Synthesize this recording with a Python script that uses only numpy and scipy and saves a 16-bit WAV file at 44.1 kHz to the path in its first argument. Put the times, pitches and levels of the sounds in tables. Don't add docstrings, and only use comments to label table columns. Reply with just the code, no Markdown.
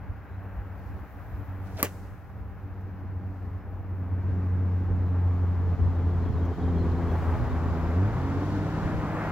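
import sys
import numpy as np
from scipy import signal
from scipy.fft import rfft, irfft, next_fast_len
from scipy.io import wavfile
from scipy.ndimage import map_coordinates

SR = 44100
rng = np.random.default_rng(int(sys.argv[2]) if len(sys.argv) > 2 else 0)


def master(y):
    cut = np.clip(np.atleast_2d(y).T, -1, 1)
    pcm = np.round(cut * 32767)
    wavfile.write(sys.argv[1], SR, pcm.astype(np.int16))


N = 410571
T = np.arange(N) / SR
FFT_SIZE = next_fast_len(N)
BIN_HZ = np.maximum(np.fft.rfftfreq(FFT_SIZE, 1 / SR), 1)

# time_s, firing_hz
FIRING_RATE = [(0, 96), (2.5, 95), (4.2, 92.2), (5.1, 90.4), (5.8, 88.4), (6.9, 84.77), (7.92, 82.7),
               (8.0, 91.14), (8.07, 103.4), (8.2, 134.4), (8.4, 148), (8.6, 158), (8.85, 162), (9.31, 161)]
# time_s, tone_at_resonance_db, overtone_gain_db
ENGINE_LEVELS = [(0, -45, -64.5), (1.65, -36, -57), (2.1, -45.5, -63), (2.8, -38.5, -58),
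                 (3.85, -32.5, -58), (4.3, -23.5, -50), (5.7, -19, -48), (6.85, -18.5, -39),
                 (7.4, -21.5, -43), (7.75, -19.5, -40.5), (8.05, -19.5, -41.5), (8.25, -18.5, -49),
                 (8.7, -13.5, -46), (9.31, -15, -42.5)]
# time_s, left_port_lag_s
TRAFFIC_LAG = [(0, -2e-5), (5.5, -3e-5), (7, 1e-5), (8, 6e-5), (9.3, 6.5e-5)]
# centre_s, length_s, tone_depth_db
DIPS = [(0.067, 0.052, 9), (0.198, 0.12, 22), (1.095, 0.075, 30), (1.245, 0.17, 14), (1.462, 0.038, 30),
        (2.241, 0.19, 12), (2.56, 0.12, 5), (3.636, 0.049, 16), (3.823, 0.016, 14), (4.226, 0.017, 10),
        (4.318, 0.014, 9), (5.768, 0.032, 23), (6.322, 0.024, 11.5), (6.473, .03, 3), (6.559, 0.05, 27),
        (7.207, 0.043, 6), (7.482, 0.11, 6)]
# frequency_hz, gain_db
EXHAUST_SPECTRUM = [(165, 0), (182, 8), (200, 6), (255, 2), (280, 4), (340, -5), (370, -8), (440, -5),
                    (520, -17), (800, -25), (1400, -41)]
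GROWL_SPECTRUM = [(200, -20), (310, 6.5), (350, 10.5), (435, 9.5), (490, -0.5), (700, -31)]
# time_s, roar_gain_db, rumble_gain_db, tread_gain_db, hiss_gain_db
ROAD_GAINS = [(0, -52.5, -49, -57, -83.5), (1.5, -50.5, -50, -57, -78.5), (2.4, -55, -50, -61, -82.5),
              (3.95, -52, -45.5, -60.5, -84.5), (4.3, -49.5, -38.5, -56.5, -76),
              (5.3, -46.5, -40.5, -58.5, -73.5), (6.7, -42.5, -35.5, -61, -67),
              (7.25, -38.5, -37.5, -55, -64.5), (8.1, -38.5, -34, -50, -64),
              (8.5, -39.5, -31.5, -51.5, -60.5), (9.31, -37, -34.5, -43, -62)]
# time_s, level_db
SPIT_LEVEL = [(6.5, -94), (7.2, -74), (7.9, -85), (8.4, -78), (9.4, -72)]
# centre_s, length_s, boost_db
CAR_SURGES = [(7.22, .3, 2), (9.24, .16, 2.5)]
# frequency_hz, gain_db
ROAR_SPECTRUM = [(200, -26), (420, -1.5), (600, 1), (800, 1), (1100, -1.5), (1600, -10), (2100, -15.5),
                 (4000, -39)]
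RUMBLE_SPECTRUM = [(70, -31), (120, -4), (190, 1.5), (320, -3.5), (450, -7.5), (700, -25), (1500, -69)]
TREAD_SPECTRUM = [(700, -32), (1250, 2), (1600, 3), (2100, -5), (2700, -12), (3400, -26.5), (6000, -51.5)]
TYRE_HISS_SPECTRUM = [(1500, -15), (2800, 2), (4200, -1), (6400, -6.5), (7600, -9), (8300, -20),
                      (11000, -15.5), (13000, -17), (16000, -20)]
SPIT_SPECTRUM = [(7000, -8), (8600, 2), (10000, -5), (12000, -18)]
WHINE_SPECTRUM = [(700, -26), (795, -0.5), (880, -25)]
# peak_s, level_db
WIND_GUSTS = [(.12, -38), (.96, -38.5), (1.38, -44), (3.58, -43.5), (4.3, -36.5), (4.899, -34), (5.16, -44),
              (5.83, -27.5), (6.3, -26.5), (7.41, -26.5), (8.299, -48), (8.86, -28.5)]
# centre_s, length_s, level_db
AIR_SWELLS = [(1.35, 2, -70), (7.22, 0.36, -69.5), (7.75, 0.95, -73), (9.3, 0.54, -70)]
# frequency_hz, gain_db
BUFFET_SPECTRUM = [(18, -17), (32, -13), (50, -0.5), (75, 1), (110, -4.5), (170, -15.5), (300, -21.5),
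                   (600, -45.5), (1500, -77.5)]
AIR_SPECTRUM = [(3000, -14), (6500, -10.5), (9000, -16.5), (11000, -6), (12500, -0.5), (15500, 0),
                (17000, -6.5)]
# centre_s, pitch_hz, length_s, level_db
EDDIES = [(0.103, 77.5, 0.017, -24.5), (0.595, 55, 0.058, -28.5), (1.353, 78.4, 0.018, -24.5)]
# centre_s, pitch_hz, length_s, level_db, fall_fraction
BIRD_CALLS = [(.34, 3950, .16, -83, .01), (3.62, 5230, .14, -86, 0), (4.36, 5700, .06, -83, .02),
              (4.74, 5330, .22, -85, 0), (5.12, 3980, .28, -82, .02), (6.02, 3300, .04, -70, .04),
              (6.14, 3300, .06, -72, .04), (6.28, 3300, .1, -71, .04), (6.38, 3800, .05, -71, .06),
              (6.44, 3230, .05, -70, .04), (6.53, 3170, .04, -69, .04), (6.62, 3330, .04, -66, .05),
              (6.63, 3750, .04, -68, .07), (6.78, 3280, .05, -68, .04), (6.9, 3750, .05, -68, .04),
              (6.91, 4150, .04, -66, .07), (7.1, 3300, .04, -66, .04), (7.12, 4150, .2, -73, 0),
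              (7.13, 6000, .06, -72, .05), (7.42, 4130, .1, -72, .01), (7.51, 3700, .06, -69, .03),
              (7.84, 5100, .04, -70, .06)]
# frequency_hz, gain_db
TWITTER_SPECTRUM = [(3200, -9.5), (3900, 1.5), (5200, 0), (6200, -5), (7500, -20)]
# centre_s, length_s, level_db
CLOTH_RUSTLES = [(.87, .22, -76), (1.67, .04, -69), (2.04, .12, -74), (3.45, .4, -79.5)]
# time_s, gain_db
SWISH_ENVELOPE = [(1.62, -61), (1.762, -55), (1.775, -50), (1.797, -36), (1.815, -40), (1.83, -46.5),
                  (1.88, -57), (1.97, -77)]
BRUSH_ENVELOPE = [(1.826, -46), (1.831, -29), (1.837, -32), (1.843, -32), (1.853, -29.5), (1.861, -39),
                  (1.878, -45), (1.93, -70)]
# pitch_hz, level_db, t60_s
IMPACT_MODES = [(520, -22, 0.022), (1157, -16, .026), (1720, -29, 0.045), (1990, -25, 0.022),
                (2320, -29, 0.045), (2730, -42, .13), (2914, -40, .11), (4390, -27, 0.022),
                (4600, -46, .12), (5570, -29, 0.018), (7300, -23.5, 0.017), (9300, -34, 0.009),
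                (11200, -23, .011), (12900, -19, .014)]
# frequency_hz, gain_db
CLOTH_SPECTRUM = [(2500, -3), (4500, 3), (8500, -7.5), (12000, -12)]
SHAFT_SPECTRUM = [(2500, -10), (4000, -0.5), (6300, 2), (9000, -9)]
BRIGHT_HISS_SPECTRUM = [(1800, -8), (3000, -2.5), (5500, -2), (8000, -12)]
SWISH_SPECTRUM = [(150, -13), (350, -5), (520, 2.5), (650, -1), (820, -5.5), (1500, -8.5), (2400, -13.5),
                  (4000, -23), (8000, -27), (15000, -26)]
CRACK_SPECTRUM = [(500, -14), (1500, -9), (2300, -6), (3200, -12), (6000, -3), (8500, -3), (10000, -3),
                  (11500, 1), (13000, 3), (16000, -2), (18000, -20)]
TURF_SPECTRUM = [(120, -5.5), (300, 7), (600, 3.5), (1100, -6), (2000, -5), (2800, -8.5), (3800, -17),
                 (6000, -11.5), (10000, -15.5), (15500, -11.5)]
BRISTLE_SPECTRUM = [(6000, -12), (8500, -3.5), (12500, -2.5), (15500, -1.5)]
SCUFF_SPECTRUM = [(400, -5.5), (1200, -4), (2000, 0), (2900, -1.5), (3800, -22.5)]
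ECHO_SPECTRUM = [(150, -12.5), (400, -3.5), (1500, -2.5), (3000, -9.5), (6000, -4), (10000, -8),
                 (15500, -9.5)]
# start_s, level_db, t60_s
TICK_EVENTS = [(2.81, -74, 0.089), (6.45, -62.5, 0.078)]
# frequency_hz, gain_db
TICK_SPECTRUM = [(3000, -27), (6300, 4), (8500, -15), (12000, -2), (15500, -6)]
# time_s, gain_db
MOTOR_GAIN = [(3.5, -66), (4.5, -51), (6.9, -46), (9.31, -44.5)]
# time_s, firing_hz, gain_db
SECOND_ENGINE = [(8.15, 86, -24), (8.3, 90.5, -26), (8.5, 97.8, -24.5), (8.7, 101.5, -28.5), (9, 101, -30),
                 (9.3, 103, -35)]
# harmonic_number, gain_db
MOTOR_HARMONICS = [(1, 0.5), (2, -5.5)]
SECOND_HARMONICS = [(1, 0), (2, -10), (3, -7), (4, -26)]

IMPACT_S = 1.8285
SHOT_LAG_S = 8.5e-5


def undb(db):
    return 10 ** (np.asarray(db) / 20)


def unit(x):
    return x / np.sqrt(np.mean(x ** 2))


def curves(rows):
    times, *columns = np.transpose(rows)
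    return [np.interp(T, times, column) for column in columns]


def swell(rows):
    times, db = np.transpose(rows)
    return undb(np.interp(T, times, db, left=-200, right=-200))


def bell(centre_s, length_s):
    return np.exp(-(2 * (T - centre_s) / length_s) ** 2)


def decay(start_s, t60_s, hold_s=0):
    return (T >= start_s) * np.exp(-np.log(1000) * np.maximum(T - start_s - hold_s, 0) / t60_s)


def walk(rate_hz, size=32768):
    hz = np.fft.rfftfreq(size, T[-1] / size)
    slow = irfft(rfft(rng.standard_normal(size)) / (1 + (hz / rate_hz) ** 4))
    return unit(np.interp(T, np.linspace(0, T[-1], size), slow))


def gain_db_at(hz, spectrum):
    points_hz, db = np.transpose(spectrum)
    return np.interp(np.log(hz), np.log(points_hz), db)


def ports(x, lag_s):
    return np.array([map_coordinates(x, [(T - lag_s) * SR], order=3, mode="nearest"), x])


def noise(spectrum, shared, lag_s=0):
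    low_hz, high_hz = spectrum[0][0], spectrum[-1][0]
    skirts = np.minimum(BIN_HZ / low_hz, 1) ** 2 * np.minimum(high_hz / BIN_HZ, 1) ** 4
    colour = undb(gain_db_at(BIN_HZ, spectrum)) * skirts
    white = rng.standard_normal((3, N))
    pair = np.sqrt(shared) * ports(white[0], lag_s) + np.sqrt(1 - shared) * white[1:]
    return unit(irfft(rfft(pair, FFT_SIZE) * colour, FFT_SIZE)[:, :N])


def dip_db():
    return sum(db * bell(s, length) for s, length, db in DIPS)


def firing_phase(hz, jitter):
    return 2 * np.pi * np.cumsum(hz * (1 + jitter * walk(16.8))) / SR


def harmonics(phase, orders, flutter_db):
    total = np.zeros(N)
    for k, db in orders:
        amplitude = np.sqrt(2) * undb(db + flutter_db * walk(8))
        total += amplitude * np.sin(k * phase + rng.uniform(0, 2 * np.pi))
    return total


def engine(resonance_hz=96.9, bandwidth_hz=11):
    hz, tone_db, overtone_db, lag = curves(FIRING_RATE) + curves(ENGINE_LEVELS) + curves(TRAFFIC_LAG)
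    overtone_db -= 0.44 * dip_db()
    phase = firing_phase(hz, jitter=0.0063)
    resonance = 1 / np.hypot(1, 2 * (hz - resonance_hz) / bandwidth_hz)
    remoteness = (tone_db.max() - tone_db) / np.ptp(tone_db)
    waver_db = (1.1 + 2 * remoteness) * walk(14)
    tone = resonance * undb(tone_db - dip_db() + waver_db) * np.sqrt(2) * np.sin(phase)
    orders = [(k, gain_db_at(k * hz, EXHAUST_SPECTRUM)) for k in range(2, 9)]
    overtones = undb(overtone_db) * (1 + 0.21 * walk(48)) * harmonics(phase, orders, flutter_db=2)
    surge = bell(6.95, 1)
    half_orders = harmonics(phase / 2, [(7, -5), (9, 0), (11, -7)], flutter_db=3)
    lope = undb(overtone_db - 8.5) * surge * half_orders
    growl = undb(overtone_db - 14 + 9.5 * surge + 1.3 * walk(8.3)) * noise(GROWL_SPECTRUM, 1, lag)
    return ports(tone + overtones + lope, lag) + growl


def road():
    roar_db, rumble_db, tread_db, hiss_db, lag = curves(ROAD_GAINS) + curves(TRAFFIC_LAG)
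    surge_db = sum(db * bell(s, length) for s, length, db in CAR_SURGES)
    roar = undb(roar_db + surge_db - 0.14 * dip_db() + 0.6 * walk(11)) * noise(ROAR_SPECTRUM, 0.94, lag)
    rumble = undb(rumble_db - 3.2 - 0.4 * dip_db() + 1.3 * walk(27)) * noise(RUMBLE_SPECTRUM, 1, lag)
    tread = undb(tread_db + surge_db + 0.9 * walk(16)) * noise(TREAD_SPECTRUM, 0.73, lag)
    hiss = undb(hiss_db + 4.5 + 0.5 * walk(9)) * noise(TYRE_HISS_SPECTRUM, 0.13, lag)
    spit = undb(0.5 * walk(9)) * swell(SPIT_LEVEL) * noise(SPIT_SPECTRUM, shared=0.2)
    whine = undb(-63.5) * noise(WHINE_SPECTRUM, shared=0.71)
    lean_left = undb([[0.6], [-0.6]])
    return (roar + rumble + tread + hiss + spit + whine) * lean_left


def wind(attack_s=0.066, release_s=0.092):
    breeze = undb(-41.5 + 10 * bell(7.2, 3.9) - 0.17 * dip_db())
    gusts = sum(undb(db) * np.exp(-np.maximum((s - T) / attack_s, (T - s) / release_s))
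                for s, db in WIND_GUSTS)
    puffs_db = 1.1 * walk(9.9) + 0.91 * np.array([walk(28) for port in range(2)])
    buffet = np.hypot(breeze, gusts) * undb(puffs_db) * noise(BUFFET_SPECTRUM, shared=0.53)
    swells = sum(undb(db) * bell(s, length) for s, length, db in AIR_SWELLS)
    hiss = np.hypot(undb(-76.5), swells) * undb(0.6 * walk(14)) * noise(AIR_SPECTRUM, shared=0.11)
    return buffet + hiss


def eddies():
    return sum(undb(db) * bell(s, length) * np.sin(2 * np.pi * hz * (T - s))
               for s, hz, length, db in EDDIES)


def birds():
    calls = np.zeros(N, complex)
    for s, hz, length, db, fall in BIRD_CALLS:
        near = np.abs(T - s) < 2 * length
        along = (T[near] - s) / length
        phase = 2 * np.pi * np.cumsum(hz * (1 - fall * along)) / SR
        calls[near] += undb(db) * np.exp(-(2 * along) ** 2 + 1j * phase)
    twitter = undb(-85 + 2.5 * walk(12)) * noise(TWITTER_SPECTRUM, shared=0.05)
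    scattering = walk(70) + 1j * walk(70)
    return np.real(calls * scattering) + twitter


def clothes():
    movement = sum(undb(db) * bell(s, length) for s, length, db in CLOTH_RUSTLES)
    return movement * undb(2 * walk(40)) * noise(CLOTH_SPECTRUM, shared=0.33)


def swing(whistle_hz=635):
    downswing = swell([(IMPACT_S - 0.1835, -77), (IMPACT_S, -61.5)])
    shaft = downswing * noise(SHAFT_SPECTRUM, shared=0.14)
    hiss_onset = decay(1.77, t60_s=0.06, hold_s=0.035)
    bright_hiss = undb(-54 + 2 * walk(153)) * hiss_onset * noise(BRIGHT_HISS_SPECTRUM, 0.7, SHOT_LAG_S)
    swish = swell(SWISH_ENVELOPE) * noise(SWISH_SPECTRUM, 0.8, SHOT_LAG_S)
    shedding_hz = whistle_hz * (1 + 0.07 * walk(120))
    whistle = undb(-41) * bell(1.805, 0.045) * np.sin(2 * np.pi * np.cumsum(shedding_hz) / SR)
    return shaft + bright_hiss + swish + ports(whistle, SHOT_LAG_S)


def impact_pulse(spectrum, size=512):
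    hz = np.maximum(np.fft.rfftfreq(size, 1 / SR), 1)
    cepstrum = irfft(np.log(undb(gain_db_at(hz, spectrum))))
    cepstrum[1:size // 2] *= 2
    cepstrum[size // 2 + 1:] = 0
    pulse = irfft(np.exp(rfft(cepstrum)))
    start = int(IMPACT_S * SR)
    return np.pad(pulse / np.abs(pulse).max(), (start, N - start - size))


def strike(reflection_s=0.00055):
    age = np.maximum(T - IMPACT_S, 0)
    compression = 1 - np.exp(-age / 0.00015)
    ring = -compression * sum(undb(db) * decay(IMPACT_S, t60) * np.sin(2 * np.pi * hz * age)
                              for hz, db, t60 in IMPACT_MODES)
    crack = undb(-6.5) * impact_pulse(CRACK_SPECTRUM)
    reflection = undb(2) * np.roll(crack, int(reflection_s * SR))
    splinter = undb(-10) * decay(IMPACT_S, t60_s=0.009) * noise(CRACK_SPECTRUM, 0.73, SHOT_LAG_S)
    return ports(ring + crack + reflection, SHOT_LAG_S) + splinter


def mat(thump_s=1.8294, thump_hz=280):
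    thump = undb(-14.5) * decay(thump_s, t60_s=0.019) * np.sin(2 * np.pi * thump_hz * (T - thump_s))
    brush = swell(BRUSH_ENVELOPE) * undb(walk(450) - 0.5) * noise(TURF_SPECTRUM, 0.8, lag_s=4e-5)
    ploughing = decay(IMPACT_S, t60_s=0.044, hold_s=0.022)
    bristles = undb(-40.5 + 1.5 * walk(600)) * ploughing * noise(BRISTLE_SPECTRUM, shared=0.38)
    leaving = decay(1.849, t60_s=0.11)
    scuff = undb(-38 + 4.3 * walk(300)) * leaving * noise(SCUFF_SPECTRUM, 0.7, SHOT_LAG_S)
    return ports(thump, SHOT_LAG_S) + brush + bristles + scuff


def echo():
    return undb(-55) * decay(IMPACT_S, t60_s=1) * noise(ECHO_SPECTRUM, shared=0.31)


def ticks():
    envelope = sum(undb(db) * decay(s, t60) for s, db, t60 in TICK_EVENTS)
    return envelope * noise(TICK_SPECTRUM, shared=0.5)


def motor(firing_hz=138.9):
    db, lag = curves(MOTOR_GAIN) + curves(TRAFFIC_LAG)
    phase = firing_phase(firing_hz, jitter=0.008)
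    return ports(undb(db) * harmonics(phase, MOTOR_HARMONICS, flutter_db=2), lag)


def flock(pitches_hz=(3200, 3330, 3750, 4150), chatter_hz=14):
    voices = np.zeros(N)
    for hz in pitches_hz:
        notes = np.maximum(walk(chatter_hz), 0)
        blur = walk(120) + 1j * walk(120)
        voices += notes * np.real(blur * np.exp(2j * np.pi * hz * T))
    return undb(-73.5) * bell(6.8, 1.7) * voices


def second_engine(onset_s=0.023):
    hz, db, lag = curves(SECOND_ENGINE) + curves(TRAFFIC_LAG)
    entry = np.clip((T - SECOND_ENGINE[0][0]) / onset_s, 0, 1)
    drone = harmonics(firing_phase(hz, jitter=0.0076), SECOND_HARMONICS, flutter_db=1)
    return ports(entry * undb(db - 5) * drone, lag)


def scene():
    shot = swing() + strike() + mat() + echo() + clothes()
    traffic = engine() + second_engine() + motor() + road()
    return shot + traffic + wind() + eddies() + birds() + flock() + ticks()


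def record(dry):
    ceiling, cutoff_hz = 0.55, 15750
    lowpass = signal.ellip(8, 0.2, 70, cutoff_hz, fs=SR, output="sos")
    return signal.sosfilt(lowpass, ceiling * np.tanh(dry / ceiling))


dry = scene()
out = record(dry)
master(out)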